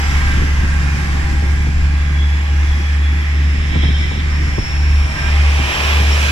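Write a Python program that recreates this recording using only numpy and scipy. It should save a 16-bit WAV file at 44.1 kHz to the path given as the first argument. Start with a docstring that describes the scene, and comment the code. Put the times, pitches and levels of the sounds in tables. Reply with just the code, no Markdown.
"""A station platform: a two-car diesel train pulls out, close by.
The two exhausts drone and beat against each other. Underfloor machinery roars, rattles and hisses
as each engine passes, gears whine and a turbocharger winds up. The wheels rumble and knock,
their flanges ring, scrape and squeak on the curve, and gusts of air buffet the microphone."""
import sys
import numpy as np
from scipy import signal
from scipy.fft import rfft, irfft, next_fast_len
from scipy.io import wavfile
from scipy.ndimage import uniform_filter1d, map_coordinates

SR = 44100
rng = np.random.default_rng(int(sys.argv[2]) if len(sys.argv) > 2 else 0)


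def pcm_store(signal):
    """Save signal as 16-bit PCM."""
    levels = np.round(np.clip(np.atleast_2d(signal), -1, 1) * 32767)
    wavfile.write(sys.argv[1], SR, levels.astype(np.int16).T)


N = 278271
TIME_S = np.arange(N) / SR


# exhaust drone of each car: (time [s], level [dB])
FRONT_DRONE_DB = [(0, -16), (.8, -14), (1, -19), (1.3, -14.5), (2, -13), (3.45, -13.5), (4.15, -15.5),
                  (4.66, -20.5), (5, -15.5), (6.31, -21)]
REAR_DRONE_DB = [(0, -54), (2.3, -30), (4.25, -24), (4.66, -22), (5, -14.5), (5.75, -16), (6.31, -14)]
# outlets passing: (nearest [s], half-power time [s], harmonics [dB], boom [dB], throb [dB])
OUTLET_PASSES = [(.15, 0.12, -28.5, -48, -41), (.95, 0.22, -25, -29.5, -34), (1.7, .35, -28, -30.5, -37),
                 (4.4, 1.03, -29.5, -41.5, -43)]

def exhaust(firing):
    """Two firing tones beat; near an outlet, harmonics and uneven cylinders' boom and throb come in."""
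    opposed_s, lag_hz, catch_up_hz_per_s = 5.165, 1.81, 0.29  # the rear engine is slower, but gaining
    since_s = TIME_S - opposed_s
    lag = np.pi + 2 * np.pi * (lag_hz * since_s - catch_up_hz_per_s * since_s ** 2 / 2)
    front = amp(curves(FRONT_DRONE_DB)[0]) * unit(np.cos(firing))
    rear = amp(curves(REAR_DRONE_DB)[0]) * unit(np.cos(firing - lag))
    harmonics_db, boom_db, throb_db = passing(OUTLET_PASSES)
    harmonics = sum(amp(db + 0.7 * wobble(8.5)) * np.cos(k * firing + 0.13 * wobble(6))
                    for k, db in [(2, 0), (3, -12), (4, -16)])
    boom = amp(boom_db - 2) * unit(np.cos(firing * 7 / 3 + 0.7 * wobble(9)))
    throb = amp(throb_db) * unit(sum(np.cos(firing * k / 6 + wobble(5)) for k in (5, 7)))
    drone = amp(0.45 * wobble(21.97)) * (front + rear)
    return drone + amp(harmonics_db - 0.5) * unit(harmonics) + boom + throb


# underfloor units passing: (nearest [s], half-power time [s], relative roar, rattle, hiss [dB])
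UNIT_PASSES = [(.12, 0.31, -33.5, -30, -42), (1.0, 0.49, -35, -33.5, -45), (2.6, 0.75, -40, -35.5, -49.5),
               (3.55, 0.5, -47, -35.5, -54.5), (4.5, 0.48, -40.5, -35, -49.5), (5.29, 0.14, -33, -33, -46),
               (5.82, 0.18, -27.5, -25, -35), (6.27, .15, -30.5, -27.5, -35)]
# engine noise spectra: (frequency [Hz], relative density [dB])
FRONT_ROAR_DB = [(200, -24), (400, -8), (600, -8.5), (800, -1.5), (1050, 0), (1400, -0.5), (1800, -7),
                 (3000, -52), (8000, -120)]
REAR_ROAR_DB = [(200, -20), (400, -1), (620, -0.5), (800, 0), (1050, 2), (1400, -1), (1800, -5.5),
                (3000, -52), (8000, -120)]
FRONT_RATTLE_DB = [(820, -34), (1400, -12), (1720, 0), (2000, 1), (2400, -2), (2800, -9), (3300, -11.5),
                   (3700, -15), (4300, -19.5), (5000, -32), (6500, -45), (11000, -120)]
REAR_RATTLE_DB = [(820, -29), (1400, -15), (1650, -5.5), (2050, -3), (2400, 2.5), (2850, -3.5), (3150, -3),
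                  (3500, -7), (3900, -9), (4400, -19), (5000, -13.5), (6500, -51), (11000, -120)]
GLANCING_HISS_DB = [(3000, -20), (4300, -4.5), (4900, 4), (5700, 2), (6250, -2.5), (7400, -1.5),
                    (8300, -10.5), (9300, -9.5), (10200, -13.5), (11900, -15), (13300, -23.5), (15000, -28)]
FACING_HISS_DB = [(3000, 2), (4300, -1.5), (5700, 3), (6300, -4.5), (7400, -2), (8300, -7), (10200, -11),
                  (12000, -5), (13300, -13), (15000, -31)]
# rear machinery tones: (frequency [Hz], relative level [dB])
REAR_TONES_DB = [(581, -47), (641, -46), (974, -49), (1241, -47), (2390, -39), (2590, -45), (3112, -47)]
# near engine: (frequency [Hz], L-R coherence [0..1])
NEAR_COHERENCE = [(250, .92), (600, .88), (850, .65), (1150, .88), (1500, .72), (2200, .82), (2700, .62),
                  (3200, .8), (4500, .5), (6500, .18), (14000, .15)]
# near engine: (frequency [Hz], L-R [dB])
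NEAR_PAN_DB = [(300, -1), (750, 9), (1200, 2.5), (1600, 2.5), (2050, 1), (2600, -5.5), (4000, -1.5),
               (5700, 4), (9400, 4), (12000, 4.5)]

def machinery(firing):
    """Each engine roars, rattles and hisses as it passes, throbbing a little with the firings."""
    def blend(far_db, near_db, share):
        far = np.sqrt(1 - share) * noise(spectrum(far_db))
        return far + np.sqrt(share) * noise(spectrum(near_db), NEAR_COHERENCE)

    roar_db, rattle_db, hiss_db = passing(UNIT_PASSES)
    edge_on_db, facing_rise_db = -45.5, 15
    facing = np.clip((hiss_db - edge_on_db) / facing_rise_db, 0.08, 1)
    rear, = curves([(4.4, 0.084), (5.2, 0.89)])  # the rear engine draws level
    throb = unit(1 + 0.04 * np.cos(firing)) * amp(0.34 * wobble(14))
    roar = amp(roar_db + 2.5) * reflections(blend(FRONT_ROAR_DB, REAR_ROAR_DB, rear), depth_db=1.34)
    rattle_gain = amp(rattle_db + 5.5 + 0.21 * wobble(14))
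    rattle = reflections(blend(FRONT_RATTLE_DB, REAR_RATTLE_DB, np.sqrt(facing * rear)), depth_db=1.58)
    hiss_gain = amp(hiss_db + 8 + 0.3 * wobble(24))
    hiss = reflections(blend(GLANCING_HISS_DB, FACING_HISS_DB, facing), depth_db=2)
    tones = sum(amp(db) * tone(phase(hz), scatter=0.98, flutter_hz=24) for hz, db in REAR_TONES_DB)
    sound = throb * (roar + rattle_gain * rattle + hiss_gain * hiss) + rear * amp(rattle_db + 31) * tones
    panned = filtered(sound, lambda hz: pan(log_interp(NEAR_PAN_DB, hz)))
    return (1 - rear) * sound + rear * panned


# gear mesh rate: (time [s], frequency [Hz])
MESH_HZ = [(0, 795), (1, 801), (2, 810), (3.2, 814), (3.9, 794), (5.3, 798), (6.31, 794)]
# gear whine: (time [s], relative mesh level [dB], relative octave level [dB])
WHINE_DB = [(0, -37.5, -32), (.6, -49, -34), (1.25, -40, -36.5), (1.9, -49.5, -36.5), (2.4, -44.5, -38),
            (3.5, -49.5, -47), (5, -46, -37.5), (5.6, -37, -40), (6.31, -54, -38)]
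# gearboxes passing: (nearest [s], half-power time [s], relative level [dB])
GEARBOX_PASSES = [(.28, 0.035, -26), (.7, 0.066, -32), (5.23, 0.038, -24), (6.3, .05, -31)]

def gears():
    """Gears whine at the mesh rate and its rougher octave, which flares as a gearbox passes."""
    mesh_db, octave_db = curves(WHINE_DB)
    mesh = phase(curves(MESH_HZ)[0])
    octave_gain = amp(-1) * swells(GEARBOX_PASSES, octave_db) * pan(-0.81)
    octave = octave_gain * tone(2 * mesh, scatter=0.79, flutter_hz=80)
    return amp(mesh_db + 2.5) * tone(mesh, scatter=0.51, flutter_hz=35) + octave


# whistle pitch: (time [s], frequency [Hz])
WHISTLE_HZ = [(0, 5100), (1.7, 5165), (2.45, 5215), (3.55, 5340), (4.3, 5400), (5, 5447), (5.75, 5476),
              (6.31, 5450)]
# whistle strength: (time [s], level [dB], L-R [dB])
WHISTLE_DB = [(0, -72, 0), (2.6, -56, -2), (3.4, -47, -1), (3.85, -42, 4), (4.4, -42, 1), (4.95, -38, 4),
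              (5.4, -47, 18), (5.85, -41, 13), (6.2, -48, -2)]
# whistle beaming at the platform: (time [s], half-power time [s], level [dB])
WHISTLE_FLARES = [(4.01, 0.043, -38), (4.66, 0.083, -34.5), (5.21, 0.071, -37.5), (5.78, 0.047, -37),
                  (6.125, 0.014, -29.5)]

def turbo():
    """The turbocharger's whistle climbs as it gathers speed, flickering in a narrow skirt of hiss."""
    level_db, pan_db = curves(WHISTLE_DB)
    blades = phase(curves(WHISTLE_HZ)[0] + 1.17 * wobble(24.93))
    gain = swells(WHISTLE_FLARES, level_db + 1.9 * wobble(12))
    whistle = tone(blades, scatter=0.18, flutter_hz=49)
    skirt = amp(-8) * tone(blades, scatter=5, flutter_hz=390)
    return gain * pan(pan_db) * (whistle + skirt)


# bogies passing: (nearest [s], half-power time [s], relative level [dB])
BOGIE_PASSES = [(.4, 0.26, -34.5), (1.25, 0.32, -35), (3.85, 0.32, -37), (4.4, 0.2, -36), (6.15, 0.21, -39)]
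# rolling spectra: (frequency [Hz], relative density [dB])
RUMBLE_SPECTRUM_DB = [(50, -7.5), (110, 1.5), (170, -0.5), (270, -6), (350, -7), (450, -19), (560, -18.5),
                      (800, -32), (2000, -75), (5000, -120)]
ROLL_SPECTRUM_DB = [(150, -17), (380, -1.5), (600, -2), (900, -8), (2000, -37), (5000, -100)]

def wheels():
    """Steel wheels roll steadily on the rail; the rumble swells with each bogie."""
    rumble_gain = amp(6.5 + 1.8 * wobble(25)) * swells(BOGIE_PASSES, floor_db=-38)
    rumble = rumble_gain * noise(spectrum(RUMBLE_SPECTRUM_DB))
    return rumble + amp(-44.5) * noise(spectrum(ROLL_SPECTRUM_DB))


# wheel jolts: (time [s], relative level [dB], clank offset [dB], clank L-R [dB])
JOLTS = [(0.416, -10.5, -18, -11), (.63, -19, -24, 2), (0.81, -17, -20, 6), (1.422, -13, -36, -8),
         (1.668, -15, -10, -5), (3.729, -16, -10, -6), (3.753, -9.5, -9.5, -18), (3.833, -12.5, -5, -12),
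         (3.885, -13.5, -17, -14), (4.113, -17, -4, 3), (4.154, -18.5, -13, 0), (4.468, -16.5, -28, -4),
         (4.579, -12.5, -6, 4), (5.591, -12.5, -15, 7), (5.996, -14, -15, -4)]
# bogie frame modes: (frequency [Hz], width [Hz], gain [dB])
BOGIE_MODES = [(106, 40, 5.5), (203, 170, -2), (273.6, 24.4, 1), (434, 78, -18.5)]
# clank spectrum: (frequency [Hz], relative density [dB])
CLANK_DB = [(100, 5.5), (300, 2.5), (550, -6.5), (1000, -9.5), (2000, -27), (6000, -52), (12000, -100)]

def knocks():
    """Each jolt of a wheel thumps the bogie, rebounds once and sets off a short dull clank."""
    attack_s, t60_s = 0.0013, 0.058
    blows, clank_gain = np.zeros(N), np.zeros((2, N))
    for start_s, db, clank_db, pan_db in JOLTS:
        blows[round((start_s + 0.004) * SR)] = amp(db)
        rebound_s = start_s + rng.uniform(0.012, 0.02)
        blows[round(rebound_s * SR)] = amp(db - 2.5)
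        age_s = np.maximum(TIME_S - start_s, 0)
        attack = 1 - np.exp(-age_s / attack_s)
        clank_gain += pan(pan_db) * amp(db + clank_db - 60 * age_s / t60_s) * attack
    soft = lambda hz: 1 / (1 + 1j * hz / 900) ** 2  # a heavy wheel cannot strike sharply
    thump = amp(42) * filtered(blows, lambda hz: resonances(BOGIE_MODES, hz) * soft(hz))
    return thump + amp(6) * clank_gain * noise(spectrum(CLANK_DB))


# flange contacts: (time [s], half-power time [s], relative level [dB])
RINGS = [(2.05, 0.069, -42), (2.3, 0.1, -37.5), (2.7, 0.24, -42.5), (3.15, 0.2, -42)]
SCRAPES = [(3.78, 0.1, -37), (3.97, 0.18, -31)]
# wheel modes: (frequency [Hz], width [Hz], gain before squaring [dB])
WHEEL_MODES = [(2020, 250, -7), (2305, 66, 3), (3130, 320, -2), (3530, 200, -1), (3865, 140, -2)]

def flanges():
    """On the curve the flanges touch the rail, ringing with a stutter and scraping."""
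    ring_gain = amp(3 * wobble(21.97) - 1) * swells(RINGS)
    ring = ring_gain * tone(phase(3370 + 25 * wobble(10)), scatter=1, flutter_hz=230)
    scrape_gain = amp(2.2 * wobble(30)) * swells(SCRAPES)
    return ring + scrape_gain * noise(lambda hz: np.abs(resonances(WHEEL_MODES, hz)) ** 2)


# flange grabs: (time [s], frequency [Hz], level [dB])
GRABS = [(3.815, 3300, -32), (3.875, 3200, -33), (3.92, 2330, -50), (3.955, 3180, -29), (3.96, 3620, -39),
         (4.04, 2020, -25.5)]

def squeaks():
    """A flange grabs the rail for a moment and one wheel mode sings."""
    return sum(amp(db) * np.exp(-((TIME_S - s) / 0.021) ** 2)
               * tone(phase(hz), scatter=0.68, flutter_hz=120) for s, hz, db in GRABS)


# gusts: (time [s], half-power time [s], relative level [dB])
AIR_GUSTS = [(.42, 0.32, -22.5), (1.27, .12, -23), (1.78, 0.2, -24), (2.65, 0.085, -28), (3.75, 0.12, -26),
             (4.03, 0.035, -25), (4.7, 0.56, -28), (5.05, 0.18, -31)]
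# buffeting spectrum: (frequency [Hz], relative density [dB])
BUFFET_DB = [(12, 9), (25, 14), (48, 15), (70, 9), (110, 2.5), (170, -8), (300, -49), (900, -120)]

def wind():
    """Gusts over a steady breeze buffet the microphone."""
    return amp(3.5) * swells(AIR_GUSTS, floor_db=-37) * noise(spectrum(BUFFET_DB))


# port balance: (frequency [Hz], L-R [dB])
PORT_PAN_DB = [(250, 0), (380, 0), (520, 2), (740, 6), (1000, 1.5), (1250, -2), (1550, -8), (2000, -3),
               (2600, -2), (4500, 2), (5700, -2), (7300, -2.5), (9400, 2), (12000, -8), (14500, -3)]
# left port's lead: (frequency [Hz], phase [rad])
PORT_LEAD_RAD = [(30, 0), (72, 0.06), (170, 0.41), (300, 0.8), (550, 2), (800, 1.6), (950, 1.05),
                 (1380, 1.15), (1900, 3), (2500, 4), (3100, 5.5), (3600, 6), (4570, 8), (5450, 11.5),
                 (14000, 25)]

def microphone_ports(pair):
    """Sound reaches the left port first, and the housing colours each side differently."""
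    lead = lambda hz: np.exp(1j * log_interp(PORT_LEAD_RAD, hz) * np.array([[0.5], [-0.5]]))
    return filtered(pair, lambda hz: pan(log_interp(PORT_PAN_DB, hz)) * lead(hz))


# sound from along the track: (frequency [Hz], L-R coherence [0..1])
TRACK_COHERENCE = [(60, 0.93), (170, 0.9), (450, 0.53), (780, 0.4), (1150, 0.68), (1600, 0.29),
                   (2100, 0.55), (3000, 0.32), (4000, 0.39), (6500, 0.058), (14000, 0.092)]

def noise(response, coherence=TRACK_COHERENCE):
    """Stereo noise of rms 1, alike on both sides in the bass and diffuse in the treble."""
    def mid_side(hz):
        spread_rad = np.arccos(np.clip(log_interp(coherence, hz), -1, 1)) / 2
        return response(hz) * np.array([np.cos(spread_rad), np.sin(spread_rad)])

    mid, side = filtered(rng.standard_normal((2, N)), mid_side)
    return unit(np.array([mid + side, mid - side]))


def reflections(x, depth_db):
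    """Shifting reflections between car and ground lift and sink patches of the spectrum; rms 1."""
    frames = signal.stft(x, nperseg=1024)[2]
    patches = uniform_filter1d(rng.standard_normal(frames.shape[1:]), size=3, axis=0)
    patches = unit(uniform_filter1d(patches, size=22, axis=1))
    return unit(signal.istft(frames * amp(depth_db * patches), nperseg=1024)[1][:, :N])


def tone(phase_rad, scatter, flutter_hz):
    """Stereo tone of rms 1: a direct part plus a scattered part that flutters at each port."""
    flutter = np.array([wobble(flutter_hz) + 1j * wobble(flutter_hz) for _ in range(2)])
    return unit(np.real((1 + scatter * flutter) * np.exp(1j * phase_rad)))


def passing(rows):
    """One dB curve per level column: sources fade with distance as the car body hides them."""
    nearest_s, half_s, *levels_db = np.transpose(rows)
    t = np.linspace(0, N / SR, 1000)
    nearness = 1 / (1 + np.abs((t[:, None] - nearest_s) / half_s) ** 2.22)
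    return curves(np.column_stack([t] + [10 * np.log10(nearness @ amp(db) ** 2) for db in levels_db]))


def swells(rows, floor_db=-100):
    """Gain of bell-shaped swells over a floor."""
    power = sum(amp(db) ** 2 * 0.5 ** (((TIME_S - s) / half_s) ** 2) for s, half_s, db in rows)
    return np.sqrt(amp(floor_db) ** 2 + power)


def resonances(modes, hz):
    """Causal response of modes of alternating sign."""
    return sum((-1) ** k * amp(db) * 1j * hz * width / (centre ** 2 - hz ** 2 + 1j * hz * width)
               for k, (centre, width, db) in enumerate(modes))


def filtered(x, response):
    """Apply a complex frequency response."""
    size = next_fast_len(N + SR // 2)
    return irfft(rfft(x, size) * response(np.fft.rfftfreq(size, 1 / SR)), size)[..., :N]


def spectrum(points):
    """Frequency response from dB points."""
    return lambda hz: amp(log_interp(points, hz))


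def log_interp(points, hz):
    """Points read on a log frequency axis."""
    knots_hz, values = np.transpose(points)
    return np.interp(np.log(hz + 1), np.log(knots_hz + 1), values)


def curves(rows):
    """One value per sample for each column after the time."""
    knots_s, *columns = np.transpose(rows)
    return [np.interp(TIME_S, knots_s, column) for column in columns]


def wobble(rate_hz):
    """Smooth random curve, rate_hz knots a second."""
    return map_coordinates(rng.standard_normal(int(N * rate_hz / SR) + 4), [TIME_S * rate_hz])


def pan(db):
    """Constant-power gains for an L-R level difference."""
    gains = amp(db * np.array([[0.5], [-0.5]]))
    return gains / np.sqrt(np.mean(gains ** 2, axis=0))


def phase(hz):
    """Running phase in radians."""
    return 2 * np.pi * np.cumsum(hz * np.ones(N)) / SR


def amp(db):
    """Decibels to gain."""
    return 10 ** (np.asarray(db) / 20)


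def unit(x):
    """Scale to rms 1."""
    return x / np.sqrt(np.mean(x ** 2) + 1e-20)


# front engine's cylinder firings: (time [s], rate [Hz])
FIRING_HZ = [(0, 70.6), (1, 71), (2, 71.9), (3, 72.4), (4.5, 73), (6.31, 73.2)]

def scene():
    """Drive, running gear and wind, all heard through the two ports."""
    firing = phase(curves(FIRING_HZ)[0])
    drive = exhaust(firing) + machinery(firing) + gears() + turbo()
    running_gear = wheels() + knocks() + flanges() + squeaks()
    return microphone_ports(drive + running_gear + wind())


def record(dry):
    """Brick-wall low-pass."""
    return filtered(dry, lambda hz: hz < 15120)


dry = scene()
out = record(dry)
pcm_store(out)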